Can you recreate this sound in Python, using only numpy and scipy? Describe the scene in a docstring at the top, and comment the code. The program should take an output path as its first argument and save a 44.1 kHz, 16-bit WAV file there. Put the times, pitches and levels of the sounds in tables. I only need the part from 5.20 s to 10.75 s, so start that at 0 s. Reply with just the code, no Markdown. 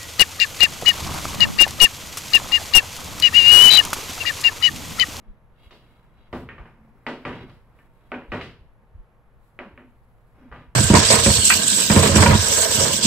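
"""In a garage, over quiet room air and a mains hum, a metal radiator with its fans is lowered into a
truck's front frame. First come a scrape, a groan and light taps. From about 1 to 3 seconds it is rocked
into place: each knock snaps, the tanks, core and frame ring, and the room answers. In between, the metal
scrapes and a loose part clinks. Two more knocks come near 4.5 seconds, then a last scrape and rattle.
All along, the handling makes soft low bumps and sleeves brush the metal."""
import sys
import numpy as np
from scipy.fft import rfft, irfft, next_fast_len
from scipy.io import wavfile
from scipy.ndimage import map_coordinates

SR = 44100
rng = np.random.default_rng(int(sys.argv[2]) if len(sys.argv) > 2 else 0)


def put_to_file(sound):
    """Save the sound as 16-bit audio at rate SR, in the file named by the first command-line argument."""
    columns = np.atleast_2d(sound).T  # one column per channel
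    safe = np.clip(columns, -1, 1)
    whole_steps = np.round(safe * 32767)
    wavfile.write(sys.argv[1], SR, whole_steps.astype(np.int16))


N = 244755

# The radiator hits the frame. Each row: start in seconds, strength in dB, then frame thud, tank boom
# and hardness in dB above that strength, and the struck spot's note in Hz.
KNOCK_EVENTS = [(0.508, -62.5, -5, -1, 24, 3670), (0.528, -61.5, -9, -13, 8, 900),
                (1.1276, -46, 12.5, 8.5, 11, 430), (1.289, -43.5, -7, -9.5, -6.5, 1833),
                (1.8655, -37, -15.5, 1, 10.5, 1980), (2.0511, -35.5, -1, -2, 3, 583),
                (2.128, -45.5, 4.5, -10, 1, 266), (2.295, -63, -4.5, -2.5, 17, 1147),
                (2.589, -61, -6, -13, -13, 1780), (2.918, -39.5, -16, 5.5, -1.5, 1503),
                (2.942, -44.5, -15, -2, -12, 556), (3.119, -36, 2, 1.5, 4, 1890),
                (3.137, -45.5, 2, 7.5, -5.5, 387), (3.211, -42, -10, -16.5, 13.5, 2010),
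                (4.39, -43, -18, 1.5, -1, 576), (4.5764, -52.5, -14.5, 0, -8, 586)]
# The ringing has six bands: thud, boom, body, clank, edge, sizzle. Each entry: a band's centre in Hz.
BAND_CENTRES_HZ = [115, 275, 850, 2400, 4800, 9000]
# How a knock feeds the bands. Each row: offset in dB, then shares of thud, boom and hardness.
BAND_RECIPE = [(-2.5, 0.89, 0, 0), (0.5, 0.065, 0.84, 0.27), (-0.5, 0.02, 0.81, 0.34),
               (-1, 0.0064, 0, 0.011), (-20, 0.048, 0.018, 0.99), (-36.5, 0.2, 0.088, 0.86)]
# The tones in a crack. Each row: multiple of the crack's pitch, relative level in dB, life in seconds.
CRACK_TONES = [(1.15, 3.5, 0.00038), (.7, 2.5, 0.00028), (.31, -4.5, 0.00052)]
# The crack's echo off nearby surfaces, left then right. Each row: delay in seconds, gain in dB.
CRACK_ECHOES = [(.0034, -19.5), (.004, -11)]
# The tone colour of the ringing metal. Each row: frequency in Hz, relative level in dB.
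RING_COLOUR = [(40, -13.5), (75, -3.5), (140, -2), (190, -5.5), (250, -0.5), (600, -4), (1200, -7),
               (2000, -12), (2950, -19), (3400, -28), (5100, -41), (6000, -51.5), (11300, -67),
               (16000, -79)]
# Its clearest tones. Each row: pitch in Hz, relative level in dB, seconds to fade by 60 dB.
CLEAR_TONES = [(154, -6.5, 0.57), (248, 5.5, 0.33), (356.4, 4.5, 0.25), (417, 1, 0.22), (466, -4.5, 0.37),
               (555.4, -4.5, 0.37), (595, 2.5, 0.16), (754, -1.5, 0.23), (912, -7, 0.38), (977, -6.5, 0.61),
               (1180, 3, 0.21), (1472, 0.5, 0.22), (1592, -4, 0.26), (1806, 2, 0.15), (1951, 3.5, 0.2),
               (2447, -1.5, 0.28), (2980, 4.5, 0.06)]
# How long metal and garage ring together. Each row: frequency in Hz, seconds to fade by 60 dB.
RING_FADE = [(80, 1), (250, 0.47), (700, 0.3), (2000, 0.44), (4500, 0.44), (11000, 0.27)]
# How slowly the ringing spreads. 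Each row: frequency in Hz, build-up time in seconds.
RING_BUILD = [(100, 0.0036), (260, 0.02), (600, 0.01), (1500, 0.003), (3500, 0.002), (8000, 0.027)]
# The struck spot flares before its energy spreads. Each row: frequency in Hz, dB above the ringing.
RING_FLARE = [(300, -17), (800, -7.5), (2000, -9), (4200, 2.5), (9000, -13)]
# How wide the metal sounds. Each row: frequency in Hz, left-right difference in dB against the middle.
METAL_WIDTH = [(30, -7), (60, -22), (110, -32), (300, -36), (600, -19.5), (1100, -16), (2200, -6.5),
               (4200, 1.5), (9000, 1)]
# A loose part clinks. Each row: start in seconds, strength in dB.
CLINK_EVENTS = [(1.381, -50), (1.455, -55), (2.093, -46.5), (3.137, -44.5), (5.315, -53), (5.324, -48),
                (5.36, -55.5), (5.394, -57.5)]
# A clink's ringing. Each entry: one band's relative level in dB, from thud to sizzle.
CLINK_BANDS_DB = [-2, -7.5, .5, -2.5, -23, -37.5]
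# The radiator slides on the frame. Each row: peak time in seconds, rise time in seconds,
# grit level in dB, singing in dB above the grit.
SCRAPE_EVENTS = [(0.068, 0.083, -64.5, -14.5), (0.465, 0.064, -63, 0), (0.688, 0.13, -66, -4.5),
                 (1.037, 0.049, -68, -0.5), (1.697, 0.66, -61.5, -35), (2.17, 0.072, -45.5, -8.5),
                 (2.59, 0.051, -67, -12), (2.87, 0.086, -65.5, -11), (3.209, 0.048, -55, 6.5),
                 (5.226, 0.058, -55, -22), (5.392, 0.046, -62.5, -1.5)]
# The tone colour of the grit. Each row: frequency in Hz, relative level in dB.
GRIT_COLOUR = [(200, 19), (500, 10.5), (1300, 7.5), (2500, 0), (3800, -34), (5500, -17), (9000, -68)]
# Thin edges sing when rubbed. Each row: pitch in Hz, width in Hz, relative level in dB.
SINGING_EDGES = [(2156, 40, 7), (2665, 76, 0), (2865, 47, 4), (3280, 57, 3), (3680, 73, -3), (3950, 28, 1),
                 (4620, 250, -13.5), (7160, 120, -28), (7900, 270, -39)]
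# Sleeves and hands brush the metal. Each row: peak time in seconds, rise time in seconds, level in dB.
SLEEVE_EVENTS = [(0.48, 0.063, -72), (.69, 0.14, -76), (1.187, 0.038, -62.5), (1.706, 0.57, -83.5),
                 (2.14, 0.25, -76), (2.613, 0.029, -74.5), (2.87, 0.17, -78), (3.2, 0.072, -73),
                 (4.264, 0.04, -73.5), (4.925, 0.52, -78)]
# The tone colour of the brushing. Each row: frequency in Hz, relative level in dB.
SLEEVE_COLOUR = [(2000, -7), (4000, -1), (6000, -12), (7700, -3), (9500, -9), (11500, 3.5), (13500, -16),
                 (16000, 0)]
# Dragged metal groans. Each row: peak time in seconds, rise time in seconds, level in dB, pitch in Hz.
GROAN_EVENTS = [(0.092, 0.057, -56.5, 211), (1.004, 0.033, -75, 3930), (1.658, 0.069, -54, 230),
                (2.234, 0.021, -43.5, 358), (2.248, 0.016, -43.5, 250), (4.471, 0.012, -42, 200),
                (4.633, 0.05, -50, 250), (5.245, 0.033, -45, 250)]
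# Soft handling bumps. Each row: middle time in seconds, pitch in Hz, level in dB.
BUMP_EVENTS = [(0.101, 29.5, -34), (.473, 61, -38.5), (1.414, 48.3, -33), (3.104, 42.6, -32),
               (3.42, 48, -45.5), (3.757, 73, -34.5), (3.799, 30.6, -36), (4.538, 81.5, -44),
               (5.326, 55, -35.5), (5.488, 48.3, -39.5)]
# The tone colour of the room air. Each row: frequency in Hz, relative level in dB.
AIR_COLOUR = [(12, -36), (20, -3.5), (70, -4), (90, -23.5), (112, -5), (144, -11), (232, -15.5), (274, -22),
              (382, -20.5), (465, -23.5), (519, -20), (958, -23), (1070, -22), (5090, -52), (15500, -58)]
# How wide the air sounds. Each row: frequency in Hz, left-right difference in dB against the middle.
ROOM_WIDTH = [(30, 0), (60, -7.5), (120, -23), (300, -16.5), (600, -13.5), (1100, -9), (2200, 1),
              (4200, -6.5)]
# The tone colour of a thin steady hiss. Each row: frequency in Hz, relative level in dB.
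HISS_COLOUR = [(8000, -51), (10300, -4), (11300, 8), (12500, -9), (13500, -57)]
# The tones of the mains hum. Each row: pitch in Hz, average level in dB.
HUM_TONES = [(119.5, -70), (474, -75), (565, -94), (915, -79)]


def knocks():
    """Weight behind a blow wakes the frame and tanks and softens the crack; a hard spot adds treble."""
    out = np.zeros((2, N))
    for start, db, thud_db, boom_db, hard_db, note_hz in KNOCK_EVENTS:
        bands_db = db + np.array(BAND_RECIPE) @ [1, thud_db, boom_db, hard_db]
        crack_db = db + 14.5 - 0.31 * thud_db  # a well-seated blow is cushioned
        add(out, start, contact(bands_db, crack_db, crack_hz=1943, note_db=db - 0.5, note_hz=note_hz))
    return out


def contact(bands_db, crack_db, crack_hz, note_db, note_hz):
    """Metal meets metal: a crack, its echo, the struck spot's note and the ringing."""
    t = np.arange(SR // 2) / SR
    snap = amp(crack_db) * crack(t, crack_hz)
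    echo = np.array([amp(db) * np.interp(t - delay, t, snap, left=0) for delay, db in CRACK_ECHOES])
    return snap + echo + amp(note_db) * spot_note(t, note_hz) + amp(-1.81) * ringing(t, bands_db)


def crack(t, pitch_hz):
    """In the first instant, stiff metal shakes for just a few cycles. The peak is scaled to 1."""
    pitch = pitch_hz * np.exp(.03 * rng.standard_normal())
    out = 0
    for ratio, db, life in CRACK_TONES:
        envelope = (t / life) ** 2 * np.exp(-t / life)
        out += amp(db) * envelope * np.sin(2 * np.pi * ratio * pitch * (t - 2 * life))
    return out / np.abs(out).max()


def spot_note(t, hz, rise_s=.005, fade_s=.25):
    """The struck spot's own note: a few close tones that beat against each other as they die."""
    detune = .012 * rng.standard_normal((4, 1))
    cluster = np.sin(2 * np.pi * (hz * (1 + detune) * t + rng.random((4, 1)))).sum(0)
    note = unit(np.sin(2 * np.pi * hz * t) + .5 * cluster)
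    return note * (1 - np.exp(-t / rise_s)) * amp(-60 * t / fade_s)


def ringing(t, bands_db, clear_db=-7.5, flare_s=.002):
    """Radiator and frame ring with countless close tones, made here from noise, and a few clear ones."""
    dense = noise(RING_COLOUR, METAL_WIDTH, size=len(t))
    hz, db, fade_s = np.transpose(CLEAR_TONES)[:, :, None]
    strength = amp(db + clear_db + look_up(RING_COLOUR, hz) / 2 + 2.8 * rng.standard_normal(hz.shape))
    phase = 2 * np.pi * rng.random(hz.shape)
    # offset the band's fade below, so each clear tone dies at its own speed
    own_fade = amp(t * (60 / look_up(RING_FADE, hz) - 60 / fade_s))
    clear = np.sum(strength * own_fade * np.sin(2 * np.pi * hz * t + phase), 0)
    bands = filtered(dense + clear, band_split)
    out = 0
    for band, centre, level_db in zip(bands, BAND_CENTRES_HZ, bands_db):
        # low bending waves spread slowly through the frame, so the boom arrives after the clank
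        build = 1 - np.exp(-t / look_up(RING_BUILD, centre))
        flare = amp(look_up(RING_FLARE, centre)) * (t / flare_s) * np.exp(1 - t / flare_s)
        band = band * (build + flare) * amp(-60 * t / look_up(RING_FADE, centre))
        opening_level = np.std(band.mean(0)[t < .04])
        out += amp(level_db) * band / opening_level
    return out


def clinks():
    """A loose part rattles after a blow or a shove, always on the same note."""
    out = np.zeros((2, N))
    for start, db in CLINK_EVENTS:
        bands_db = db + np.array(CLINK_BANDS_DB)
        clink = contact(bands_db, crack_db=db + 14.5, crack_hz=1410, note_db=db + 1, note_hz=1212.5)
        add(out, start, clink)
    return out


def scrapes():
    """Sliding metal catches and slips, making grit and singing edges; sleeves add a fine hiss."""
    grit_level = sum(amp(db) * stroke(peak, rise) for peak, rise, db, _ in SCRAPE_EVENTS)
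    sing_level = sum(amp(db + sing_db) * stroke(peak, rise) for peak, rise, db, sing_db in SCRAPE_EVENTS)
    sleeve_level = sum(amp(db) * stroke(peak, rise) for peak, rise, db in SLEEVE_EVENTS)
    catch_and_slip = unit(amp(1.3 * wobble(45) + 1.5 * wobble(300)))
    rubbing = noise([(1200, -23), (2200, 11)], METAL_WIDTH)
    singing = sing_level * unit(filtered(rubbing, edge_response))
    grit = grit_level * noise(GRIT_COLOUR, METAL_WIDTH)
    sleeves = sleeve_level * noise(SLEEVE_COLOUR, METAL_WIDTH)
    return catch_and_slip * (grit + singing + sleeves)


def edge_response(hz):
    """Each thin edge picks out the part of the rubbing that lies near its own pitch."""
    return sum((-1) ** k * amp(db) * 1j * hz * width / (pitch ** 2 - hz ** 2 + 1j * hz * width)
               for k, (pitch, width, db) in enumerate(SINGING_EDGES))


def groans(waver_hz=20.66):
    """Uneven slips drive one tone at a time: a panel groans, a thin edge squeaks."""
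    t = np.arange(N) / SR
    drift = waver_hz * np.cumsum(wobble(130)) / SR
    out = 0
    for peak, rise, db, hz in GROAN_EVENTS:
        cycles = hz * t + np.sqrt(hz / 250) * drift  # wavers by waver_hz at 250 Hz, more higher up
        out += amp(db) * stroke(peak, rise) * np.sin(2 * np.pi * cycles)
    return out * unit(amp(2.3 * wobble(90)))


def bumps(wide_below_hz=40.4):
    """Soft pushes, each a cycle or two of deep bass; the deepest differ most between left and right."""
    t = np.arange(N) / SR
    out = 0
    for middle, hz, db in BUMP_EVENTS:
        rise = 0.45 / hz  # just under half a cycle
        side_phase = np.array([[1], [-1]]) / (1 + (hz / wide_below_hz) ** 4)
        out += amp(db) * swell(middle, rise, rise) * np.sin(2 * np.pi * hz * (middle - t) + side_phase)
    return out


def garage():
    """The background: a slightly unsteady mains hum, room air, a deep rumble and a thin hiss."""
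    t = np.arange(N) / SR
    hum = sum(amp(db) * unit(np.sin(2 * np.pi * hz * t + 0.48 * wobble(3.075))) for hz, db in HUM_TONES)
    air = amp(-56.5 + 0.47 * wobble(3.908)) * noise(AIR_COLOUR, ROOM_WIDTH)
    rumble = unit(filtered(rng.standard_normal((2, N)), lambda hz: 1 / (1 + (hz / 40) ** 5)))
    hiss = noise(HISS_COLOUR, ROOM_WIDTH)
    return air + hum + amp(-60.5) * rumble + amp(-88) * hiss


def stroke(peak, rise):
    """One push of the hands: it builds to its peak, then eases off a little more slowly."""
    return swell(peak, rise, fall=1.1 * rise)


def swell(peak, rise, fall):
    """A bell-shaped rise and fall; all three times are in seconds."""
    t = np.arange(N) / SR - peak
    return np.exp(-.5 * (t / np.where(t < 0, rise, fall)) ** 2)


def wobble(rate):
    """A smooth curve through random values, rate of them a second."""
    return map_coordinates(rng.standard_normal(int(N * rate / SR) + 4), [np.arange(N) * rate / SR])


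def noise(colour, width, size=N):
    """Stereo noise with the given tone colour and width, at an average level of 1."""
    def response(hz):
        return amp(look_up(colour, hz)) * np.array([np.ones_like(hz), amp(look_up(width, hz))])
    middle, side = filtered(rng.standard_normal((2, size)), response)
    return unit(np.array([middle + side, middle - side]))


def band_split(hz):
    """Share each frequency between the nearest bands of the ringing."""
    one_per_band = np.eye(len(BAND_CENTRES_HZ))
    shares = [np.interp(np.log(hz + 1), np.log(BAND_CENTRES_HZ), row) for row in one_per_band]
    return np.array(shares)[:, None]


def filtered(x, response):
    """Multiply each frequency in x by response(hz)."""
    size = x.shape[-1]
    padded = next_fast_len(size + 4096)
    hz = np.fft.rfftfreq(padded, 1 / SR)
    return irfft(rfft(x, padded) * response(hz), padded)[..., :size]


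def look_up(table, hz):
    """Read between the rows of a frequency table, on a pitch-like (log) scale."""
    frequencies, values = np.transpose(table)
    return np.interp(np.log(hz + 1), np.log(frequencies + 1), values)


def amp(db):
    """Turn decibels into a gain."""
    return np.exp(np.asarray(db) * np.log(10) / 20)


def unit(x):
    """Scale x to an average (rms) level of 1."""
    return x / np.sqrt(np.mean(x ** 2) + 1e-30)


def add(track, start_s, sound):
    """Mix a sound into the track at the given time."""
    start = max(round(start_s * SR), 0)
    part = sound[..., :max(N - start, 0)]
    track[..., start:start + part.shape[-1]] += part


def placed(x, lag_s):
    """Let x reach the left ear lag_s seconds after the right."""
    return filtered(x, lambda hz: np.exp(1j * np.pi * hz * lag_s * np.array([[-1], [1]])))


def scene():
    """Mix the radiator, a little to the right, with the garage and the handling bumps."""
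    metal = knocks() + clinks() + scrapes() + groans()
    return placed(metal, lag_s=2.9e-5) + placed(garage(), lag_s=1.6e-5) + bumps()


def record(dry, top_hz=15700):
    """Cut off the very highest treble."""
    return filtered(dry, lambda hz: hz < top_hz)


dry = scene()
out = record(dry)
put_to_file(out)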